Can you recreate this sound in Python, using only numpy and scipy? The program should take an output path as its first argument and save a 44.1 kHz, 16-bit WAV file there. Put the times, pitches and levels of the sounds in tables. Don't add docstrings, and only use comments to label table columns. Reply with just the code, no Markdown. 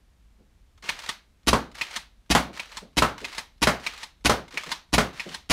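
import sys
import numpy as np
from scipy import signal
from scipy.fft import rfft, irfft
from scipy.io import wavfile
from scipy.ndimage import uniform_filter1d, minimum_filter1d

SR = 44100
rng = np.random.default_rng(int(sys.argv[2]) if len(sys.argv) > 2 else 0)


def transcribe(signal):
    frames = np.atleast_2d(signal).T
    limited = np.clip(frames, -1, 1)
    pcm = np.round(limited * 32767).astype(np.int16)
    wavfile.write(sys.argv[1], SR, pcm)


N = 243476
TIME = np.arange(N) / SR
PULL_S = 0.067

# t/s, rattle level/dB, thump level/dB (all table levels are relative)
SHOTS = [(1.4712, 2.5, 2), (2.3011, 0.5, 3), (2.9697, 0.5, 0), (3.6185, 1, -0.5), (4.2481, 1, 1),
         (4.9295, 0.5, 1.5), (5.498, 0.5, -1)]
# t/s, crack level/dB, latch level/dB, pull friction level/dB
CATCHES = [(0.8908, -15.5, -23, -41), (1.8121, -20, -24, -42), (2.596, -27, -28.5, -45),
           (3.245, -27.5, -28, -45.5), (3.8652, -22, -24.5, -42.5), (4.574, -23.5, -22.5, -43),
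           (5.1968, -26.5, -27.5, -46)]
# t/s, clack level/dB, push friction level/dB
STOPS = [(1.0883, -17.5, -42), (1.959, -17, -41.5), (2.7688, -22.5, -46), (3.379, -16, -41),
         (4.0284, -23, -42.5), (4.7135, -16, -41), (5.3412, -22.5, -42)]
# f/Hz, level/dB
FRICTION = [(150, -17.5), (500, -6.5), (1000, -0.5), (2200, 1), (3000, -2), (4200, -2.5), (6500, -9.5),
            (10000, -18.5), (16000, -30)]
# f/Hz, level/dB
BUMP = [(60, -20), (180, 0.5), (380, -3.5), (600, -7.5), (1200, -27), (5000, -79)]


def from_db(db):
    return 10 ** (np.asarray(db) / 20)


def at_hz(points, hz):
    knots, values = np.transpose(points)
    return np.interp(np.log(np.maximum(hz, 1)), np.log(knots), values)


def unit_energy(x):
    return x / np.sqrt(np.sum(x ** 2) + 1e-20)


def through(x, response):
    return signal.fftconvolve(x, response)[:N]


def colour(x, spectrum, size=8192):
    hz = np.arange(size // 2 + 1) * SR / size
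    cepstrum = irfft(np.log(from_db(at_hz(spectrum, hz))))
    cepstrum[1:size // 2] *= 2
    cepstrum[size // 2 + 1:] = 0
    return through(x, unit_energy(irfft(np.exp(rfft(cepstrum)))))


def clicks(times, db):
    out = np.zeros(N)
    out[np.clip(np.round(np.asarray(times) * SR).astype(int), 0, N - 1)] = from_db(db)
    return out


def fade(t, t60):
    return np.exp(-np.log(1000) * t / t60)


def ring(force, hz, t60):
    r, w = fade(1 / SR, t60), 2 * np.pi * hz / SR
    return signal.lfilter([0, np.sin(w)], [1, -2 * r * np.cos(w), r * r], force + 1e-18)


def grit(spread_db, grain_s):
    knots = np.arange(0, N / SR, grain_s)
    white = rng.standard_normal(N)
    strength = np.clip(rng.standard_normal(N)[:len(knots)], -2, 2)
    x = white * from_db(spread_db * np.interp(TIME, knots, strength))
    return x / np.std(x)


def knocks(rows, spectrum, gain_db, t60, chatter_s, attack_s):
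    times, db, *_ = np.transpose(rows)
    t = TIME[:SR // 2]
    envelope = np.minimum(t / attack_s, 1) * fade(np.maximum(t - chatter_s, 0), t60)
    return colour(grit(2.56, 0.00091) * through(clicks(times, db + gain_db), envelope), spectrum)


def background(hiss_db=-56, rumble_db=-61.5):
    # f/Hz, level/dB
    hiss_spectrum = [(20, 4), (56, 2), (123, -18), (200, -15.5), (400, -25.5), (1000, -29.5), (3500, -33.5),
                     (8000, -40), (14000, -46), (16000, -57)]
    rumble_spectrum = [(15, -10.5), (45, 1.5), (110, -17.5), (220, -24), (600, -51), (3000, -87)]
    rumble = colour(grit(4, 0.025), rumble_spectrum)
    hiss = colour(rng.standard_normal(N), hiss_spectrum)
    return from_db(hiss_db) * hiss + from_db(rumble_db) * rumble


def soft_bumps():
    # t/s, level/dB
    bumps = [(.383, -60.5), (.826, -53.5), (.893, -53), (2.483, -42), (2.812, -48.5), (3.21, -41),
             (4.53, -46), (4.66, -44), (5.253, -39.5)]
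    return knocks(bumps, BUMP, gain_db=-0.5, t60=0.15, chatter_s=0.025, attack_s=0.0088)


def small_contacts():
    # t/s, level/dB
    ticks = [(.776, -57), (.989, -33), (1.714, -51), (3.179, -39.5), (3.934, -36.5), (4.479, -44.5),
             (4.634, -34.5)]
    unlock = [(t - PULL_S, pull_db - 4.5) for t, *_, pull_db in CATCHES]
    ridge = [(t - 0.032, pull_db) for t, *_, pull_db in CATCHES]
    feed = [(t - 0.052, push_db + 3.5) for t, _, push_db in STOPS]
    trigger = [(t - 0.041, -63.5) for t, *_ in SHOTS]
    contacts = ticks + unlock + ridge + feed + trigger
    return knocks(contacts, FRICTION, gain_db=-2, t60=0.028, chatter_s=0.004, attack_s=0.0015)


def travel(start, end, end_db, rise_db):
    progress = (TIME - start) / (end - start)
    return from_db(end_db - rise_db * (1 - np.clip(progress, 0, 1))) * (progress >= 0) * (progress < 1)


def slide(gain_db=-0.5, slip_db=4.5, slips_per_s=45):
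    envelope = 0
    for (rear, _, _, pull_db), (front, _, push_db) in zip(CATCHES, STOPS):
        pull = travel(rear - PULL_S, rear, pull_db, rise_db=8)
        slacken = from_db(pull_db + 2.5) * fade(np.abs(TIME - rear), t60=0.25) * (TIME >= rear)
        push = travel(rear, front, push_db, rise_db=14.5)
        envelope = envelope + pull + np.hypot(slacken, push)
    slips = signal.lfilter([1], [1, -fade(1 / SR, t60=0.018)], rng.random(N) < slips_per_s / SR)
    rasp = envelope * (1 + from_db(slip_db) * slips) * grit(2, 0.002)
    return from_db(gain_db) * colour(rasp, FRICTION)


def end_clacks():
    # f/Hz, level/dB
    catch_spectrum = [(150, -21), (450, -14), (1000, -5.5), (1400, -7.5), (1900, 5), (2450, -1.5),
                      (2900, -3.5), (4500, -3.5), (6000, -11), (9000, -18), (16000, -32)]
    stop_spectrum = [(150, -15), (550, -13.5), (950, 0), (1300, -5.5), (1750, 2), (2500, -5), (4100, -1),
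                     (6000, -8.5), (9000, -14), (16000, -35)]
    rear = knocks(CATCHES, catch_spectrum, gain_db=-6, t60=0.011, chatter_s=0.0077, attack_s=0.000465)
    front = knocks(STOPS, stop_spectrum, gain_db=-9.5, t60=0.049, chatter_s=0.0063, attack_s=0.0026)
    return rear + front


def latch(gain_db=-1.5, chatter_s=0.0055):
    # f/Hz, level/dB, T60/s
    modes = [(1900, -36, 0.027), (2275, 2.5, 0.0212), (2476, -1, 0.054), (2600, -0.5, 0.024)]
    times, _, ring_db, _ = np.transpose(CATCHES)
    drops = clicks(times, ring_db + gain_db)
    chatter = np.interp(TIME[:SR // 20], [0, chatter_s, 2 * chatter_s], [1, 1, 0])
    rebounds = through(drops, unit_energy(chatter))
    return sum(from_db(db) * ring(drops + rebounds * rng.standard_normal(N), hz, t60)
               for hz, db, t60 in modes)


def shell_thuds():
    ends = [row[:2] for row in CATCHES + STOPS]
    return knocks(ends, BUMP, gain_db=-30.5, t60=0.1, chatter_s=0.0039, attack_s=0.0023)


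def spring(shot_db=-46, catch_db=-55, stop_db=-64, t60=0.55):
    # f/Hz, level/dB
    wire_spectrum = [(700, -11.5), (1400, -4.5), (1850, 2), (2400, -9), (3200, -1), (4000, 9), (4700, -10),
                     (6000, -19.5), (12000, -42)]
    causes = [(SHOTS, shot_db), (CATCHES, catch_db), (STOPS, stop_db)]
    times, levels = np.transpose([(row[0], db) for rows, db in causes for row in rows])
    envelope = through(clicks(times, levels), fade(TIME[:SR], t60))
    return colour(grit(0.86, 0.0041) * envelope, wire_spectrum)


def plunger(rattle_db=-18, slam_db=3.5, alike=0.402, creep_s=0.0059, settle_t60=0.054):
    # t/s after release, level/dB
    impacts = [(0.0086, 5), (0.012, -11), (0.0192, 0.5)]
    # f/Hz, level/dB
    rattle_spectrum = [(70, -6.5), (150, 10), (350, 2), (600, 1), (1000, 1), (1600, -0.5), (2800, 1),
                       (4800, -2.5), (6500, -5), (8000, -11.5), (10000, -10), (13000, -21), (16000, -30.5)]
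    times, level, _ = np.transpose(SHOTS)
    lead_s = 0.01
    t = TIME[:SR // 14] - lead_s
    first, last = impacts[0][0], impacts[-1][0]
    creep, scrape = from_db(-30.5), from_db(-8)
    settle = fade(np.maximum(t - last, 0), settle_t60)
    force = np.select([t < -creep_s, t < 0, t < first], [0, creep, scrape], settle)
    releases = clicks(times - lead_s, level)
    same = through(releases, force * grit(0.89, 0.0005)[:len(force)])
    fresh = through(releases, force) * grit(2.8, 0.0002)
    rattle = from_db(rattle_db) * (np.sqrt(alike) * same + np.sqrt(1 - alike) * fresh)
    slams = sum(clicks(times + delay, level + db + slam_db) for delay, db in impacts)
    return colour(rattle + slams, rattle_spectrum)


def recoil(gain_db=-1):
    # f/Hz, level/dB, T60/s
    surge_modes = [(63.7, -22, 0.39), (123, -31.5, 0.31), (187.2, -25.5, 0.2)]
    shell_modes = [(253.6, -28.5, 0.061), (294, -25.5, 0.244)]
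    times, _, thump_db = np.transpose(SHOTS)
    kick = clicks(times, thump_db + gain_db)
    surge = sum(from_db(db) * ring(kick, hz, t60) for hz, db, t60 in surge_modes)
    shell = sum(from_db(db) * ring(kick, hz, t60) for hz, db, t60 in shell_modes)
    return surge - shell


def darts(slap_db=-10.5, crack_db=5.5, modes_db=-0.5, boom_below_hz=330):
    # t/s, slap level/dB, ring level/dB, boom level/dB
    hits = [(1.5307, -4, 1.5, 0.5), (2.3501, 1.5, -1, 5.5), (3.0216, -2.5, 2.5, 0), (3.6718, 0, -4.5, -5.5),
            (4.296, -1, 2, -0.5), (4.981, 0, -1.5, 1)]
    # f/Hz, level/dB, T60/s
    modes = [(132, -26, 0.14), (182, -20.5, 0.089), (228.7, -21.5, 0.19), (454.7, -24, 0.2),
             (563, -21, 0.09), (619, -15, 0.023), (1037, -15, 0.067), (1096, -21, 0.082),
             (1313, -18.5, 0.0395), (1376, -23, 0.094)]
    # f/Hz, level/dB
    slap_spectrum = [(60, -13.5), (95, -20), (140, 2.5), (240, 4), (350, -8), (600, 3.5), (1100, -1),
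                     (1500, 0.5), (2200, -5), (3800, -9.5), (6000, -14), (10000, -22), (16000, -35.5)]
    times, slap_level, ring_level, boom_level = np.transpose(hits)
    envelope = through(clicks(times, slap_level + slap_db), fade(TIME[:SR // 2], t60=0.076))
    slap = grit(0.79, 0.00054) * envelope
    crack = clicks(times, slap_level + crack_db)
    resonances = 0
    for hz, db, t60 in modes:
        level = (boom_level if hz < boom_below_hz else ring_level) + rng.normal(0, 1, len(times))
        resonances += ring(clicks(times, level + db + modes_db), hz, t60)
    return colour(slap - crack, slap_spectrum) - resonances


def with_reflections(x, db, span_s, count=24):
    delays = span_s * (np.arange(count) + 1 + rng.random(count)) / count
    echoes = clicks(delays, 0) * rng.choice([-1, 1], N)
    return x + from_db(db) * through(x, unit_energy(echoes[:SR // 8]))


def reverberation(x, build_s=0.0011, delay_s=0.011):
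    # f/Hz, T60/s
    room_t60 = [(100, 0.38), (400, 0.33), (1200, 0.27), (4000, 0.29), (8000, 0.19), (15000, 0.25)]
    edges = 100 * 2 ** (np.arange(16) / 2)
    white, out = rng.standard_normal((2, N)), np.zeros(N)
    build = np.exp(-1 / (build_s * SR))
    for k, (low, high) in enumerate(zip(edges, edges[1:])):
        band = signal.butter(2, [low, high], "band", fs=SR, output="sos")
        keep = fade(1 / SR, at_hz(room_t60, np.sqrt(low * high))) ** 2
        received = signal.sosfilt(band, x + 1e-12 * white[0]) ** 2
        stored = signal.lfilter([(1 - keep) * (1 - build)], [1, -keep - build, keep * build], received)
        noise = signal.sosfilt(band, white[k % 2])
        out += np.sqrt(np.maximum(stored, 0)) * noise / np.std(noise)
    return np.interp(TIME - delay_s, TIME, out)


def room_node(x, band_hz=(76, 112)):
    return signal.sosfilt(signal.butter(2, band_hz, "bandstop", fs=SR, output="sos"), x)


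def scene():
    rattle = with_reflections(plunger(), db=-8, span_s=0.0096)
    thump = recoil()
    pump = with_reflections(end_clacks() + small_contacts(), db=-2.5, span_s=0.0095)
    pump = pump + slide() + latch() + shell_thuds()
    target = with_reflections(darts(), db=-7.5, span_s=0.03) + soft_bumps()
    reverb = reverberation(from_db(-14.5) * rattle + from_db(-6.5) * thump
                           + from_db(-11.5) * pump + from_db(-8.5) * target)
    sound = room_node(rattle + thump + pump + target + reverb + spring())
    return (sound + background())[None]


def record(dry, bass_hz=38, peak_limit=0.49, cutoff_hz=16500):
    heard = signal.sosfilt(signal.butter(2, bass_hz, "high", fs=SR, output="sos"), dry)
    allowed = peak_limit / np.maximum(np.abs(heard), peak_limit)
    gain = uniform_filter1d(minimum_filter1d(allowed, size=33), size=33)
    return signal.sosfilt(signal.cheby2(16, 70, cutoff_hz, fs=SR, output="sos"), gain * heard)


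dry = scene()
out = record(dry)
transcribe(out)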